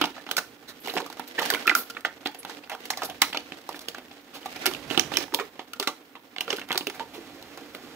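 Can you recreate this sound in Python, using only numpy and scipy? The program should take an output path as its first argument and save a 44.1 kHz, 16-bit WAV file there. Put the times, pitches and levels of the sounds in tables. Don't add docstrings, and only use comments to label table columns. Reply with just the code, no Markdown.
import sys
import numpy as np
from scipy import signal
from scipy.fft import rfft, irfft, next_fast_len
from scipy.io import wavfile
from scipy.ndimage import uniform_filter1d

SR = 44100
rng = np.random.default_rng(int(sys.argv[2]) if len(sys.argv) > 2 else 0)


def dump_mix(stems):
    frames = np.atleast_2d(stems).T
    limited = np.clip(frames, -1, 1)
    pcm = np.round(limited * 32767).astype(np.int16)
    wavfile.write(sys.argv[1], SR, pcm)


def to_linear_factor(level_db):
    exponent = np.asarray(level_db, float) / 20
    return 10 ** exponent


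N = 350595
SIZE = 4096
BINS = np.arange(SIZE // 2 + 1) * SR / SIZE
PORTS = np.array([[1], [-1]])


def colour(table, hz):
    f, db = np.transpose(table)
    return to_linear_factor(np.interp(np.log(hz + 1), np.log(f), db, left=-60))


def modes(table, hz, sway):
    total = 0
    for (f, width, db), gain in zip(table, sway):
        damping = 1j * hz * width
        total = total + gain * to_linear_factor(db) * damping / (f * f - hz * hz + damping)
    return total


def ring(x, response):
    return irfft(rfft(x, SIZE) * response, SIZE)


def unit(x):
    return x / np.sqrt(np.mean(x ** 2))


def curve(table):
    seconds, values = np.transpose(table)
    return np.interp(np.arange(N) / SR, seconds, values)


def shape(x, response):
    size = next_fast_len(N + SR)
    hz = np.arange(size // 2 + 1) * SR / size
    return irfft(rfft(x, size) * response(hz), size)[..., :N]


# pitch in Hz, width in Hz, level in dB.
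SHEET_MODES = [(816.5, 198, 7), (1350, 384, 3.5), (1780, 1020, 2), (2220, 920, 3.5), (3226, 1420, 3.5),
               (4350, 1250, -52)]


def sheet_piece(count, width=.14, spread_db=3):
    pitches = 720 * 7.5 ** rng.random(count)
    levels = spread_db * rng.standard_normal(count) - 1.5
    own = [(p, width * p, db) for p, db in zip(pitches, levels)]
    table = sorted(SHEET_MODES + own)
    signs = (-1.) ** np.arange(len(table))
    return modes(table, BINS, signs) / (1 + 1j * BINS / 5500) ** 2


# pitch in Hz, width in Hz, level in dB.
BOX_MODES = [(202, 28, -4), (291.5, 78, 6.5), (357, 44, -4), (456, 69, 1), (563, 17, -2)]
# frequency in Hz, level in dB.
CRACK_TONE = [(1200, -9.5), (2500, -0.5), (4000, 6.5), (5500, 1.5), (6800, -4), (8500, -8), (11500, -3.5),
              (13500, -9.5), (15500, -0.5)]


def creases(table, rise_share, first=0, edge=2, pitch_db=10, pitch_width=.14, focus_db=7, after_ms=15):
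    out = np.zeros((2, N + 2 * SIZE))
    lead = 800
    t = (np.arange(SIZE) - lead) * 1000 / SR
    port_differs = .6 * np.clip(BINS / 3000, .4, 1)
    for s, peak_db, pitch_hz, box_db, crack_db, ms, after_db in table:
        creak = to_linear_factor(-19.5) * np.exp(t / 1.5)
        settling = to_linear_factor(after_db) * np.exp(-t / after_ms)
        around = np.where(t < 0, creak, settling)
        buckle = np.exp(-np.abs(t / np.where(t < 0, rise_share * ms + 0.05, ms)) ** edge)
        mid, side = rng.standard_normal((2, SIZE)) * to_linear_factor(4 * rng.standard_normal(SIZE))
        jolts = mid + PORTS * ring(side, port_differs)

        focus = to_linear_factor(-focus_db * np.abs(np.log2((BINS + 1) / pitch_hz)))
        own = modes([(pitch_hz, pitch_width * pitch_hz, pitch_db)], BINS, [1])
        own = own / (1 + 1j * BINS / (2 * pitch_hz))
        sheet = ring(buckle * jolts + first * (t == 0), focus * sheet_piece(count=6) + own)
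        sheet = sheet + ring(around * jolts, sheet_piece(count=6))

        push = np.sin(np.pi * np.clip(t / 0.57, 0, 1)) + .5 * (buckle + around) * mid
        sway = 1 + .4 * rng.standard_normal(len(BOX_MODES))
        box = ring(push, modes(BOX_MODES, BINS, sway) * BINS / (BINS + 300))
        crack = ring((buckle + around) * jolts, colour(CRACK_TONE, BINS))

        i = int(s * SR) + SIZE - lead
        for part, db in [(sheet, 0), (box, box_db + 4.0), (crack, crack_db + 8.5)]:
            out[:, i:i + SIZE] += to_linear_factor(peak_db + db) * part / np.abs(part).max()
    return out[:, SIZE:N + SIZE]


def snaps(table, box_db, after_db):
    buckle_ms = 2.52
    rows = [(s, db, hz, box_db, crack, buckle_ms, after_db) for s, db, hz, crack in table]
    return creases(rows, rise_share=0.27, first=7.3, edge=1.56, pitch_db=8.5, pitch_width=0.1,
                   after_ms=11.35)


def sings(table, width, apart, rough=.8):
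    out = np.zeros((2, N + SIZE))
    t = np.arange(SIZE) * 1000 / SR
    for s, peak_db, pitch_hz, ms in table:
        beat = np.sin(2 * np.pi * (pitch_hz * t / 1000 + rng.random((2, 1))))
        noise = rng.standard_normal((2, SIZE)) / np.sqrt(width * pitch_hz / SR * 4)
        drive = beat + rough * max(pitch_hz / 1400, 1) ** 2 * noise
        mid, side = drive * np.clip(t / 0.51, 0, 1) * np.exp(-(t / ms) ** 3)
        resonance = modes([(pitch_hz, width * pitch_hz, 0)], BINS, [1]) ** 2
        tone = ring(mid + apart * side * PORTS, resonance)
        i = int(s * SR)
        out[:, i:i + SIZE] += to_linear_factor(peak_db) * tone / np.abs(tone).max()
    return out[:, :N]


# time in seconds, unevenness from 0 to 1.
UNEVENNESS = [
    (0, .8),
    (7.03, .8),
    (7.1, .3),
    (7.95, .3),
]


def fits(hold, spread_db):
    steps = np.repeat(rng.standard_normal(N // hold + 1), hold)[:N]
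    return to_linear_factor(spread_db * curve(UNEVENNESS) * uniform_filter1d(steps, hold // 3))


def grains(rate, scatter_db):
    strength = np.minimum(rng.exponential(size=N), 4)
    size = to_linear_factor(scatter_db * curve(UNEVENNESS) * strength) * rng.standard_normal(N)
    return size * (rng.random(N) < rate / SR)


# time in seconds, rustle level in dB.
EFFORT_POINTS = [(0.0, -42.5), (0.68, -60.5), (1.0, -47), (1.25, -47.5), (1.75, -39.5), (2.08, -61),
                 (2.3, -55), (2.74, -61), (3.14, -46), (4.1, -56), (4.9, -47), (5.12, -45), (5.4, -58.5),
                 (5.96, -80), (6.42, -55), (6.84, -59), (7.2, -44.5), (7.95, -45.5)]
# time in seconds, rustle level in dB, half length in seconds.
PULL_EVENTS = [
    (0.876, -43, 0.062),
    (1.48, -21.5, 0.071),
    (2.522, -45.5, 0.038),
    (2.93, -48, 0.1),
    (3.845, -51, 0.047),
    (4.617, -37.5, 0.12),
    (5.166, -28, 0.053),
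    (5.61, -62, 0.47),
    (6.535, -35, 0.052),
]


def effort_db():
    t = np.arange(N) / SR
    pulls = sum(to_linear_factor(db) * np.exp(-((t - s) / half) ** 2) for s, db, half in PULL_EVENTS)
    return 20 * np.log10(to_linear_factor(curve(EFFORT_POINTS)) + pulls)


# pitch in Hz, width in Hz, level in dB.
DRAG_MODES = [(290, 67, 7), (440, 67, 1.5), (790, 180, -16)]


def rustle(apart=.6):
    effort = fits(hold=900, spread_db=3.5)
    sheet, shake = 0, 0
    for _ in range(6):
        patch = effort * fits(hold=400, spread_db=4)
        mid = patch * grains(1500, 0.78)
        side = patch * grains(1500, 5.2)
        echo = irfft(sheet_piece(count=8))[None]
        sheet = sheet + signal.oaconvolve(mid + apart * PORTS * side, echo, axes=1)[:, :N]
        shake = shake + mid

    box = shape(shake, lambda hz: modes(DRAG_MODES, hz, np.ones(len(DRAG_MODES))) * hz / (hz + 200))
    box = unit(box) * to_linear_factor(3 * (UNEVENNESS[0][1] - curve(UNEVENNESS)))

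    rub = effort * fits(hold=300, spread_db=-6.0) * rng.standard_normal((2, N))
    rub = rub[0] + .7 * PORTS * rub[1]
    hiss = shape(.8 * unit(shake) + rub, lambda hz: colour(CRACK_TONE, hz))

    work = effort_db() + 52
    return (to_linear_factor(-52.5 + 0.62 * work) * unit(sheet)
            + to_linear_factor(-53 + 0.43 * work) * unit(box)
            + to_linear_factor(-59.5 + 0.65 * work) * unit(hiss))


# time in seconds, rumble level in dB.
GRIP_POINTS = [
    (0.0, -47),
    (0.11, -61),
    (2.86, -65),
    (3.03, -55.5),
    (4.25, -64),
    (5.0, -43.5),
    (5.6, -64.5),
    (6.22, -68),
    (6.67, -57),
]


def grip():
    case = [(58.3, 220, -6.5), (132, 320, -2.5)]  # Hz, width Hz, dB
    shaking = fits(hold=2000, spread_db=2) * rng.standard_normal(N)
    rumble = shape(shaking, lambda hz: modes(case, hz, [1, -1]) * hz ** 2 / (hz ** 2 + 40 ** 2))
    return to_linear_factor(curve(GRIP_POINTS) + np.array([[-3.], [2.5]])) * unit(rumble)


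# frequency in Hz, level in dB per Hz.
FAN_TONE = [(88, -58), (150, -20), (286, 10.5), (328, -14), (361, -6), (383, -13), (566, -13.5), (624, -59),
            (759, -7), (1500, -8), (3100, -19), (4000, -47), (16000, -13.5)]


def fan():
    mid = shape(rng.standard_normal(N), lambda hz: colour(FAN_TONE, hz))
    side = shape(rng.standard_normal(N), lambda hz: colour(FAN_TONE, hz) * np.clip(hz / 1300, .15, 1))
    return to_linear_factor(-58) * unit(mid + side * PORTS) * to_linear_factor(np.array([[-2.], [2.]]))


# time in seconds, peak in dB, sheet pitch in Hz, crack in dB against the peak.
TAP_EVENTS = [(0.014, -8.5, 1280, -10.5), (0.939, -22.5, 780, -11), (1.101, -31, 820, -5),
              (1.196, -21.5, 935, -5), (1.949, -33, 1320, -30), (2.23, -41, 1400, -22),
              (2.45, -24.5, 840, -6.5), (3.347, -16.5, 910, -16), (3.372, -19.5, 3200, -11.5),
              (3.691, -21.5, 830, -9.5), (3.745, -27.5, 1390, -25), (3.885, -20.5, 2870, -2),
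              (4.459, -23, 1090, -7.5), (4.563, -28, 895, -7), (4.714, -23, 1030, -14),
              (4.747, -48, 690, -21), (5.139, -18.5, 2720, -32), (5.34, -22, 900, -2),
              (5.799, -15, 3330, -1.5), (5.874, -11.5, 1300, -8), (6.154, -30.5, 1010, -19),
              (6.529, -15, 3060, -15), (6.615, -24.5, 2880, -26), (6.87, -15, 2980, -7.5)]


def taps():
    return snaps(TAP_EVENTS, box_db=-11, after_db=-10)


# time in seconds, peak in dB, pitch in Hz, length in ms.
BOOM_EVENTS = [(0.014, -21.5, 290, 5.3), (0.042, -39.5, 310, 14), (0.1, -42, 306, 12),
               (0.875, -29.5, 426, 5), (0.952, -25, 395, 8.7), (0.995, -31.5, 400, 9.4),
               (1.02, -32, 426, 6), (1.518, -28, 425, 22), (1.662, -32, 375, 11), (1.714, -31.5, 306, 16),
               (2.058, -40, 323, 15), (3.367, -30.5, 290, 4.7), (4.663, -27, 375, 31),
               (4.978, -29, 305, 15), (5.152, -31, 303, 7.4), (5.178, -30, 337, 8.3),
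               (5.325, -29.5, 349, 9.8), (5.346, -25, 476, 3.8), (5.4, -26.5, 440, 11.4),
               (5.8, -30.5, 407, 22), (6.478, -29, 475, 10), (6.503, -30, 458, 5.6),
               (6.528, -24, 417, 10.5), (6.75, -30, 376, 12), (6.87, -27.5, 378, 12), (7.0, -37.5, 445, 64),
               (7.155, -38, 435, 37), (7.18, -36, 323, 9.2), (7.51, -46, 290, 19), (7.6, -41.5, 290, 26),
               (7.75, -40, 458, 28), (7.82, -42, 290, 47)]


def booms():
    return sings(BOOM_EVENTS, width=0.3, apart=0.2)


# time in seconds, peak in dB, pitch in Hz, length in ms.
PING_EVENTS = [(0.015, -29, 1350, 10), (0.038, -18, 3050, 6.3), (0.197, -41, 1760, 8.9),
               (0.858, -35, 4820, 8), (0.892, -28, 2900, 16), (0.895, -26, 4000, 11),
               (1.381, -17.5, 1740, 10), (1.404, -30, 1277, 9.6), (1.508, -19, 1540, 6),
               (1.527, -25, 1064, 5), (1.556, -24, 2350, 4.5), (1.566, -31, 1490, 15),
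               (1.668, -23, 1410, 4.7), (1.677, -11, 1350, 3.2), (1.696, -7, 2040, 4.9),
               (1.76, -25, 1370, 8.5), (1.722, -32, 2500, 20), (2.082, -42, 1270, 4.2),
               (2.257, -19, 3300, 4), (2.27, -34, 842, 42), (2.46, -41, 866, 9.1), (2.738, -33, 790, 3.4),
               (2.934, -30, 2110, 6.7), (2.985, -36, 1750, 13), (3.088, -34, 756, 5), (3.11, -39, 720, 3.6),
               (3.247, -35, 2210, 12), (3.36, -27, 2220, 8), (3.372, -15, 3000, 3.6),
               (3.372, -19.5, 4700, 2.8), (4.64, -31, 1350, 10), (4.91, -21, 2940, 5),
               (5.152, -23, 3020, 16), (5.17, -6.5, 5400, 2.5), (5.202, -28, 2590, 6.6),
               (5.339, -19, 900, 4.1), (5.408, -30, 1080, 8), (5.733, -27, 1367, 5.4),
               (5.824, -30, 1345, 26), (6.165, -42, 930, 7.1), (6.503, -18.5, 5430, 4.8),
               (6.583, -26, 1540, 4.6), (6.706, -21.5, 2100, 6.5), (6.755, -26, 4030, 5),
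               (6.81, -29, 2850, 8.8), (1.654, -25, 1350, 13), (1.712, -16, 1400, 3.9),
               (1.7505, -9, 1420, 2.6), (7.0, -30.5, 899, 22), (4.995, -8, 5880, 2.7)]


def pings():
    return sings(PING_EVENTS, width=0.2, apart=0.5)


# time in seconds, peak in dB, sheet pitch in Hz, crack in dB against the peak.
TICK_EVENTS = [(0.996, -33, 3500, -14), (1.019, -28, 4000, -10), (1.395, -16, 3000, -7),
               (1.429, -29, 4800, -6), (1.454, -22, 2800, -5), (1.609, -38, 1700, -19),
               (1.9, -48, 900, -12), (2.007, -51, 5000, -6), (2.254, -33, 3000, -5), (2.272, -21, 4200, -5),
               (2.675, -36, 1600, -14), (2.75, -27, 1500, -11), (3.331, -19, 3000, -12),
               (4.664, -18, 2400, 8), (4.674, -17, 2800, -8), (4.737, -20, 3500, -14),
               (4.903, -22.5, 2800, -13), (5.011, -24, 5000, -12), (5.282, -35, 900, -17),
               (5.346, -13.5, 3000, 0.5), (6.563, -35, 3200, 4), (6.569, -32, 2800, 3),
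               (6.596, -26, 2900, -5), (6.7, -25, 2000, -16), (6.718, -14, 3500, -14),
               (6.747, -19.5, 850, -12), (4.9765, -2, 3100, -18), (0.848, -39, 3200, 1),
               (0.883, -25, 2200, -7), (0.903, -33, 4000, -2), (0.909, -38, 2700, -6),
               (0.92, -38, 3000, -3), (0.983, -13.5, 1470, -15), (0.056, -21, 3550, -8),
               (0.017, -15, 2900, -8.5), (5.187, -27, 5000, -6), (5.205, -26, 4500, -9),
               (3.729, -34, 4000, -6), (2.008, -41, 8900, 3)]


def ticks():
    box_db, buckle_ms, after_db = -18, 1.8, -28.5
    rows = [(s, db, hz, box_db, crack, buckle_ms, after_db) for s, db, hz, crack in TICK_EVENTS]
    return creases(rows, rise_share=0.19, first=14, edge=0.92)


# time in seconds, peak in dB, sheet pitch in Hz, crack in dB against the peak.
FLEX_EVENTS = [(0.04, -13, 860, -16.5), (0.166, -32.5, 1270, -24), (0.266, -28.5, 1860, -20),
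               (0.973, -15.5, 910, -33), (1.063, -29.5, 851, -1), (1.17, -31, 595, -25),
               (1.389, -13, 1780, -22), (1.538, -13.5, 2970, -7), (2.259, -15, 860, -14),
               (2.496, -27.5, 1030, -12), (3.034, -20, 660, -5), (3.099, -27, 666, -2.5),
               (3.521, -23.5, 2600, -38), (3.983, -29.5, 706, -6), (4.91, -17.5, 2760, -29),
               (4.977, -14, 810, -25), (5.119, -23, 790, -25), (5.398, -17.5, 1236, -28),
               (5.593, -22.5, 990, -30), (6.479, -20, 1340, -19), (6.584, -25.5, 1520, -13),
               (6.688, -34, 1350, 2), (6.706, -17, 915, -18), (6.755, -20, 1270, -18),
               (6.809, -23, 2840, -24), (6.996, -21, 990, -38), (7.426, -40.5, 818, 6.5),
               (7.575, -29.5, 1350, -6.5), (7.749, -23.5, 1360, -8.5)]


def flexes():
    return snaps(FLEX_EVENTS, box_db=-9, after_db=-8)


# time in seconds, peak in dB, pitch in Hz, crack in dB, half length in ms.
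SCRAPE_EVENTS = [(0.069, -30.5, 755, -11, 21), (0.382, -13, 1390, -11.5, 8.9), (0.692, -37, 3960, 3, 22),
                 (0.893, -29.5, 2780, -6, 39), (0.956, -35, 860, 1, 9.4), (0.967, -15, 770, -22, 3.1),
                 (1.003, -23, 960, -10, 8.4), (1.382, -22, 1780, -30, 5.4), (1.42, -18.5, 825, -8, 7.8),
                 (0.861, -26.5, 2920, -9.5, 7), (1.767, -24, 12300, -8, 53), (3.052, -25.5, 12000, -4, 14),
                 (2.724, -29, 780, -11, 28), (3.762, -38, 700, 2.5, 17), (3.793, -39, 3660, 7, 3.8),
                 (3.814, -42, 624, 3.5, 13), (4.354, -34, 1110, -1.5, 28), (4.662, -20, 2270, -27, 27),
                 (4.691, -43, 790, -26.5, 11), (4.916, -29, 2930, -5.5, 59), (5.211, -29.5, 805, -19, 7.4),
                 (5.557, -42, 1000, -19, 9.7), (6.55, -50, 842, -16, 8.9), (6.951, -35, 770, -3, 25),
                 (7.149, -36, 750, -2.5, 27)]


def scrapes():
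    rows = [(s, db, hz, -15.5 - 0.25 * db, crack, ms, -32) for s, db, hz, crack, ms in SCRAPE_EVENTS]
    return creases(rows, rise_share=0.48, pitch_db=8.5, focus_db=0.5)


# time in seconds, peak in dB, sheet pitch in Hz, crack in dB against the peak.
CLICK_EVENTS = [(0.181, -27.5, 1360, -38), (0.313, -12.5, 2990, -7.5), (0.874, -25, 780, -1),
                (1.127, -34.5, 1500, -4), (1.459, -27, 890, 3.5), (1.5025, -13, 1740, 0.5),
                (1.547, -13, 1780, -10), (1.677, -2.5, 2450, -12), (1.6955, -3.5, 2460, -27),
                (1.7515, -14, 1490, 3), (2.05, -8.5, 1390, -16), (2.637, -32, 820, -27),
                (3.219, -6, 2260, 1.5), (3.725, -36, 2450, -7), (3.948, -23, 1450, -12),
                (4.113, -33, 1060, -40), (4.43, -32, 3000, -15), (4.748, -17.5, 3050, -26),
                (4.946, -24, 2430, -15), (4.9955, -11.5, 3050, -3.5), (5.171, -11.5, 2440, -1.5),
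                (5.323, -30, 1310, -31), (5.389, -18, 990, -35), (5.734, -28, 3000, -1),
                (6.363, -23, 2230, -28), (6.384, -17, 2770, -35), (6.504, -13.5, 2910, -17),
                (6.777, -17.5, 1410, 3), (6.899, -23, 1350, -6)]


def clicks():
    return snaps(CLICK_EVENTS, box_db=-20.5, after_db=-13.5)


# time in seconds, peak in dB, sheet pitch in Hz, crack in dB against the peak.
CRINKLE_EVENTS = [(0.29, -24, 1310, -12), (0.368, -16.5, 1350, 2), (1.67, -27, 2400, 7.5),
                  (2.347, -33.5, 774, 0), (2.431, -33.5, 2820, -9), (2.697, -23, 2130, -9),
                  (2.717, -23, 650, -23), (2.855, -34.5, 2190, 3), (2.903, -14, 4500, -23),
                  (2.905, -15, 1520, -3.5), (2.973, -24.5, 820, 0), (3.02, -18, 770, -19),
                  (3.328, -24, 780, -34), (3.946, -33, 4800, -50), (4.658, -14.5, 1390, 1.5),
                  (5.827, -18, 2830, -7), (6.408, -13.5, 2900, -10), (6.727, -16, 2920, -3.5)]


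def crinkles():
    return snaps(CRINKLE_EVENTS, box_db=-22.5, after_db=-6.5)


# time in seconds, peak in dB, pitch in Hz, length in ms.
HISS_EVENTS = [
    (0.8, -41, 13000, 69),
    (0.87, -41, 13000, 60),
    (0.93, -39, 13000, 50),
    (1.51, -38, 12500, 70),
    (1.755, -22, 14500, 55),
    (5.0, -37, 6200, 55),
    (5.175, -34, 5550, 55),
]


def film_hisses():
    return sings(HISS_EVENTS, width=0.45, apart=0.8)


# time in seconds, peak in dB, pitch in Hz, crack in dB, half length in ms.
SQUEAK_EVENTS = [
    (1.2765, -38, 13500, -1, 13),
    (2.39, -34, 10500, -16, 21),
]
KNOCK_EVENTS = [
    (1.9, -28, 1350, -2, 12),
    (1.712, -20, 1400, -30, 8.8),
    (1.4, -28, 1200, -30, 17),
    (1.968, -22, 1510, -40, 6.4),
    (7.001, -27.5, 915, -21, 33),
]


def squeaks_and_knocks():
    events = KNOCK_EVENTS + SQUEAK_EVENTS
    rows = [(s, db, hz, -14.5, crack, ms, -30) for s, db, hz, crack, ms in events]
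    return creases(rows, rise_share=.1, edge=4, pitch_db=16, pitch_width=.06)


# middle in Hz, time to fade by 60 dB in seconds, level in dB.
ROOM_BANDS = [(277, 0.15, -22.5), (990, 0.19, -22.5), (3330, 0.31, -25.5), (10600, 0.29, -15.5)]


def room():
    t = np.arange(SR // 2) / SR
    tail = 0
    for hz, t60, db in ROOM_BANDS:
        band = signal.butter(1, [hz / 2, min(hz * 2, 20000)], "band", fs=SR, output="sos")
        mid, side = signal.sosfilt(band, rng.standard_normal((2, len(t))))
        noise = mid + min(hz / 2500, 1) * side * PORTS
        fade = noise * np.exp(-np.log(1000) * t / t60) * np.clip(t / 0.0024 - .5, 0, 1)
        tail = tail + to_linear_factor(db) * fade / np.sqrt(np.sum(fade ** 2) / 4)
    return tail


# frequency in Hz, lag in radians.
LEFT_LAG = [(0, 0), (1000, 0), (2500, .9), (4500, 3.8), (7000, 6.5), (17000, 17)]
# frequency in Hz, level in dB.
LEFT_TONE = [(100, -.5), (300, .5), (550, -1), (1000, .5), (4000, -1), (8000, 3), (13000, 4)]
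# time in seconds, left minus right in dB.
BALANCE = [
    (0.0, -5.5),
    (0.66, -5.5),
    (4.54, -4.0),
    (4.89, -12.0),
    (5.0, -12.5),
    (5.53, -4.5),
    (7.95, -4.5),
]


def two_ports(hands):
    def left_response(hz):
        return colour(LEFT_TONE, hz + 100) * np.exp(-1j * np.interp(hz, *np.transpose(LEFT_LAG)))

    left = shape(hands[0], left_response)
    pan_db = curve(BALANCE)
    return np.array([left * to_linear_factor(pan_db / 2), hands[1] * to_linear_factor(-pan_db / 2)])


def scene():
    hands = flexes() + taps() + crinkles() + clicks()
    hands = hands + scrapes() + squeaks_and_knocks() + rustle()
    tail = room()
    behind = fan() + grip()
    hands = hands + ticks() + pings() + booms() + film_hisses()
    echo = signal.fftconvolve(hands.mean(axis=0, keepdims=True), tail, axes=1)[:, :N]
    return two_ports(hands + echo) + behind


def roll_off(x):
    return signal.sosfilt(signal.butter(12, 17000, fs=SR, output="sos"), x)


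# frequency in Hz, level in dB.
TOP_TONE = [(20, 0), (15650, 0), (15900, -42), (16900, -46), (17050, -90)]


def record(dry):
    coloured = shape(np.tanh(dry), lambda hz: colour(TOP_TONE, hz + 20))
    return roll_off(coloured)


dry = scene()
out = record(dry)
dump_mix(out)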